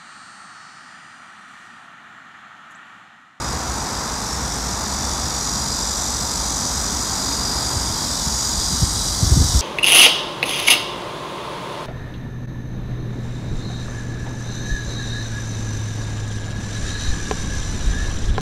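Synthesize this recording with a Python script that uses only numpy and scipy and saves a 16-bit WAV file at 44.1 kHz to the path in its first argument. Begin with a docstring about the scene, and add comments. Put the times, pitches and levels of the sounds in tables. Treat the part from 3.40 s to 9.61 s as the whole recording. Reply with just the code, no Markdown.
"""Summer on the wooded steps of a park, one microphone. From the start a cicada buzzes close by, its tymbal
ribs clicking in falling runs, over the steady hum of a distant road. Further off in the trees a chorus swells,
and from about 1 s single singers stand out of it. Near 4 s something ticks faintly in the undergrowth, and a
breeze starts to buffet the microphone. Around 5.2 s a ring at about 4.75 kHz swells and fades; at 6 s the
breeze gusts."""
import sys
import numpy as np
from scipy import signal
from scipy.fft import rfft, irfft, next_fast_len
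from scipy.io import wavfile
from scipy.ndimage import uniform_filter1d

SR = 44100
rng = np.random.default_rng(int(sys.argv[2]) if len(sys.argv) > 2 else 0)


def transcribe(signal):
    """Save signal, clipped to [-1, 1], as a 16-bit WAV file at the path in sys.argv[1]."""
    frames = np.atleast_2d(signal).T
    limited = np.clip(frames, -1, 1)
    pcm = np.round(limited * 32767).astype(np.int16)
    wavfile.write(sys.argv[1], SR, pcm)


N = 273861
TIME = np.arange(N) / SR


# the near cicada's song: t/s, effort/dB, flex of the abdomen (-1 to 1)
NEAR_SONG = [(0, -38.5, 0.18), (1.5, -35, -0.64), (2.4, -31.5, 0.17), (3.25, -32, -.9), (4.05, -33, 1),
             (4.55, -34.5, 0.73), (5.0, -31.5, 0.28), (5.7, -33.5, -.1), (6.21, -28, -0.84)]
# ribs in buckling order: delay/s, f/Hz, width/Hz, level/dB, gain at full flex/dB
TYMBAL_RIBS = [(0, 6800, 480, -2, 1), (.0017, 5880, 516, -1.2, -2.5), (.0024, 4900, 263, -1.5, 5.5)]

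def near_cicada(buzz_hz=47.3, jitter_s=.00005, pitch_wander=.006, rib_wander_db=1):
    """Close to the microphone: each stroke buckles three ribs, each ringing lower than the last."""
    effort_db, flex = curves(NEAR_SONG)
    tension = 1 + pitch_wander * walk(2.08)
    times, sizes = strokes(buzz_hz, waver=.005, scatter_db=.66)
    rings, all_buckles = 0, 0
    for delay, hz, width, db, flex_db in TYMBAL_RIBS:
        buckles = clicks(times + delay + jitter_s * rng.standard_normal(len(times)), sizes)
        # flexing favours the low rib, relaxing the middle one
        gain = undb(db + flex_db * flex + rib_wander_db * walk(5.02))
        rings += ring(buckles, hz * tension, width) * gain
        all_buckles += buckles
    song = (rings + rib_snaps(all_buckles)) * undb(effort_db)
    return foliage(song, t60=.19, wet_db=-9.5)


# spectrum of a rib's dry snap: f/Hz, level/dB
SNAP_SPECTRUM = [(2800, -34), (3700, -2), (4400, -3), (5200, -9), (5600, 0.5), (6200, -16), (6500, -14),
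                 (7300, 1.5), (7950, -0.5), (8500, -10.5), (9700, -8), (10600, -19.5), (12200, -13.5),
                 (15500, -40)]

def rib_snaps(buckles, crinkle_s=.0015, crack_db=-4):
    """Each buckle is a sharp crack, and the membrane crinkles for a moment after it."""
    crinkle = signal.lfilter([1], [1, -np.exp(-1 / (crinkle_s * SR))], buckles) * noise()
    return colour(undb(crack_db) * unit(buckles) + unit(crinkle), SNAP_SPECTRUM)


# in and out strokes of the two tymbals: place in the cycle (0-1), level/dB
TYMBAL_STROKES = [(.1, -1.5), (.24, -0.5), (.485, 2.5), (.625, -1.5)]

def strokes(hz, waver, scatter_db, cycles=400):
    """Times and sizes of the tymbal strokes of one cicada whose muscles cycle at about hz."""
    turns = np.cumsum(hz * (1 + waver * walk(7))) / SR + 1 + rng.random()
    place, db = np.transpose(TYMBAL_STROKES)
    times = np.interp(np.arange(cycles)[:, None] + place, turns, TIME, left=-1, right=-1)
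    sizes = undb(db + scatter_db * rng.standard_normal(times.shape))
    return times.ravel(), sizes.ravel()


# spectra of the far chorus, body and bright overtones: f/Hz, level/dB
BODY_SPECTRUM = [(2400, -39), (2950, -18), (3350, -7), (3950, -3.5), (4350, -5), (4750, 1), (5250, 0),
                 (5700, 0), (6300, -1), (7000, -4.5), (8000, -7.5), (9500, -26.5)]
OVERTONE_SPECTRUM = [(6500, -18), (8300, 2), (9500, 1.5), (10800, -8.5), (11700, -5), (13200, -14),
                     (14500, -11), (15600, -30)]

def chorus(count=12, start_db=-33.5, rise_db_per_s=1.2339, overtones_db=-11.8, brighten_db_per_s=.33):
    """Further off in the trees, cicadas blur into a shimmering hiss that grows and brightens."""
    blur = foliage(sum(uneven_clicks() for _ in range(count)), t60=.32, wet_db=15)
    body = colour(blur, BODY_SPECTRUM)
    overtones = colour(blur, OVERTONE_SPECTRUM) * undb(overtones_db + brighten_db_per_s * TIME)
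    return (body + overtones) * undb(start_db + rise_db_per_s * TIME)


# tymbal rings that swell and fade: middle t/s, half length/s, f/Hz, width/Hz, level/dB
RING_SWELLS = [(1.104, 0.4, 5490, 300, -36), (1.691, 0.35, 3544, 100, -45), (1.7, .35, 4590, 160, -39.5),
               (2.05, .3, 5680, 200, -34), (2.05, .25, 6790, 300, -34), (2.6, .35, 7280, 350, -35),
               (3.1, 0.9, 7850, 199, -40.5), (3.35, 0.25, 6500, 200, -35), (4.1, .3, 4740, 130, -39),
               (4.998, .2, 6800, 250, -31.5), (5.2, 0.49, 4756, 119.7, -35), (5.552, .3, 3960, 250, -36.5),
               (5.55, 0.26, 8600, 800, -35.5), (6.13, 0.15, 5880, 200, -28)]

def swelling_rings():
    """Brief tymbal rings, each swelling and fading at a pitch of its own."""
    rings = 0
    for middle, half_length, hz, width, db in RING_SWELLS:
        swell = np.exp(-((TIME - middle) / half_length) ** 2)
        rings += ring(uneven_clicks(), hz, width) * undb(db) * swell
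    return foliage(rings, t60=.27, wet_db=0)


def uneven_clicks(typical_hz=52):
    """A train of uneven tymbal strokes, at a pace of its own."""
    times, sizes = strokes(typical_hz * np.exp(.15 * rng.standard_normal()), waver=.015, scatter_db=3)
    return clicks(times, sizes * rng.choice([-1, 1], len(times)))


# spectrum of wind on the microphone: f/Hz, level/dB
WIND_SPECTRUM = [(22, -22), (34, -8), (52, 4), (85, 2), (130, -3), (200, -17), (300, -26), (450, -37),
                 (900, -45)]

def breeze(air_db=-29, full_s=5.5, rise_db_per_s=15, flutter_db=-1.3,
           gust_db=-16, gust_s=5.98, attack_s=.18, release_s=.34):
    """Right on the microphone: light turbulence builds, then one gust arrives quickly and eases off."""
    air = undb(air_db + rise_db_per_s * np.minimum(TIME - full_s, 0))
    since = TIME - gust_s
    attack = np.clip(1 + since / attack_s, 0, 1)
    gust = undb(gust_db) * attack * np.exp(-np.maximum(since, 0) / release_s)
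    return colour(noise(), WIND_SPECTRUM) * np.hypot(air, gust) * undb(flutter_db * walk(20))


# eddies that strike the microphone: t/s, level/dB, f/Hz
EDDY_STRIKES = [(4.371, -16, 85), (4.53, -21, 65), (4.874, -17, 163), (5.182, -18, 65), (5.336, -17, 135),
                (5.433, -8.5, 104), (5.835, -8, 114), (5.924, -6.5, 90), (5.975, -5.5, 150),
                (6.014, -7, 76.5), (6.163, -10, 69.5)]
# spectrum of the finer turbulence inside an eddy: f/Hz, level/dB
CHURN_SPECTRUM = [(110, -5.5), (190, 0.5), (300, -5.5), (420, -16.5), (800, -34)]

def eddies(churn_db=-7, half_length_cycles=1.11):
    """Eddies pass as brief pressure swings that slow as they go; small ones are higher and shorter."""
    churn = colour(noise(), CHURN_SPECTRUM) * undb(churn_db)
    pressure = 0
    for middle, db, hz in EDDY_STRIKES:
        age = np.clip((TIME - middle) * hz / half_length_cycles, -5, 5)
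        turns = half_length_cycles * (age - .23 * age ** 2) + rng.random()
        swing = np.exp(-age ** 2) * np.sin(2 * np.pi * turns)
        # the stronger the eddy, the more of it breaks up into fine turbulence
        breakup = undb(db) * np.exp(-age ** 2 / 2) * churn
        pressure += undb(db) * (swing + breakup)
    return pressure


# spectra of tyre roar and engine rumble: f/Hz, level/dB
TYRE_SPECTRUM = [(200, -18), (400, -7.5), (540, -7.5), (720, -4.5), (920, -1.5), (1250, -5), (1600, -9.5),
                 (2000, -13.5), (2600, -20.5), (4000, -30), (9000, -50)]
ENGINE_SPECTRUM = [(20, -38), (33, -46), (45, 4.5), (62, -3), (85, -5.5), (115, -2.5), (160, -6.5),
                   (210, -4), (290, -7.5), (380, -16), (700, -32.5)]

def traffic(tyre_db=-29.5, fade_db_per_s=.47, engine_db=-31, drone_hz=64.8, swell_db=1):
    """A distant road: tyres merge into a soft, slowly receding roar; engines rumble and drone below."""
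    tyres = colour(noise(), TYRE_SPECTRUM) * undb(tyre_db - fade_db_per_s * TIME)
    rumble = colour(noise(), ENGINE_SPECTRUM)
    drone = ring(noise(), drone_hz, width_hz=16.4) * undb(-3)
    engines = (rumble + drone) * undb(engine_db)
    return (tyres + engines) * undb(swell_db * walk(1.98))


def tick(at_s=3.919, peak_db=-29):
    """In the undergrowth, a faint dry snap rings for a moment."""
    impulse = clicks(np.array([at_s]), np.ones(1))
    snap = foliage(ring(impulse, hz=2550, width_hz=720), t60=.059, wet_db=2)
    return undb(peak_db) * snap / np.abs(snap).max()


def foliage(x, t60, wet_db, sway_s=.14):
    """Leaves and trunks scatter a short tail behind the direct sound; the paths change as they sway."""
    t = TIME[:SR // 4]
    hop = int(sway_s * SR)
    wet = np.zeros(N + len(t))
    for middle in range(0, N + hop, hop):
        span = np.arange(max(middle - hop, 0), min(middle + hop, N))
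        crossfade = np.cos(np.pi / 2 * (span - middle) / hop)
        tail = rng.standard_normal(len(t)) * np.exp(-np.log(1000) * t / t60)
        echo = signal.fftconvolve(x[span] * crossfade, tail / np.linalg.norm(tail))
        wet[span[0]:span[0] + len(echo)] += echo
    return (x + undb(wet_db) * wet[:N]) / np.hypot(1, undb(wet_db))


def undb(db):
    """Decibels to gain."""
    return 10 ** (np.asarray(db) / 20)


def unit(x):
    """Scale to rms 1."""
    return x / np.sqrt(np.mean(x ** 2))


def curves(table):
    """Each column after the time column as a value per sample."""
    times, *columns = np.transpose(table)
    return [np.interp(TIME, times, column) for column in columns]


def noise():
    """White noise."""
    return rng.standard_normal(N)


def walk(rate_hz):
    """Slow drift: random levels held 1 / rate_hz seconds and smoothed twice; spread near 1."""
    hold = int(SR / rate_hz)
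    held = np.repeat(rng.standard_normal(512), hold)[:N]
    return 1.3 * uniform_filter1d(uniform_filter1d(held, hold), hold)


def colour(x, points):
    """Filter through (f/Hz, level/dB) points, falling away beyond both ends; rms 1."""
    hz, db = np.transpose(points)
    size = next_fast_len(N + 8192, True)
    f = np.maximum(np.arange(size // 2 + 1) * SR / size, 1)
    gain = undb(np.interp(np.log(f), np.log(hz), db))
    skirts = np.minimum(1, np.minimum(f / hz[0], hz[-1] / f)) ** 2
    return unit(irfft(rfft(x, size) * gain * skirts, size)[:N])


def ring(x, hz, width_hz):
    """A steep, damped resonance whose pitch may move; rms 1."""
    carrier = np.full(N, np.exp(2j * np.pi * hz / SR)).cumprod()
    pole = np.exp(-np.pi * width_hz / SR)
    envelope = signal.lfilter([1], np.poly([pole, pole]), x / carrier + 1e-18)
    return unit((envelope * carrier).real)


def clicks(times, sizes):
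    """Impulses at the given times."""
    at = np.round(times * SR).astype(int)
    inside = (at >= 0) & (at < N)
    return np.bincount(at[inside], sizes[inside], N)


def scene():
    """Cicadas, road, breeze and a tick at one microphone on the steps."""
    cicadas = near_cicada() + chorus() + swelling_rings()
    return (cicadas + traffic() + breeze() + eddies() + tick())[None]


def record(dry, top_hz=15650):
    """The recorder cuts the top steeply."""
    return signal.sosfilt(signal.ellip(10, .2, 80, top_hz, fs=SR, output="sos"), dry)


dry = scene()
out = record(dry)
transcribe(out)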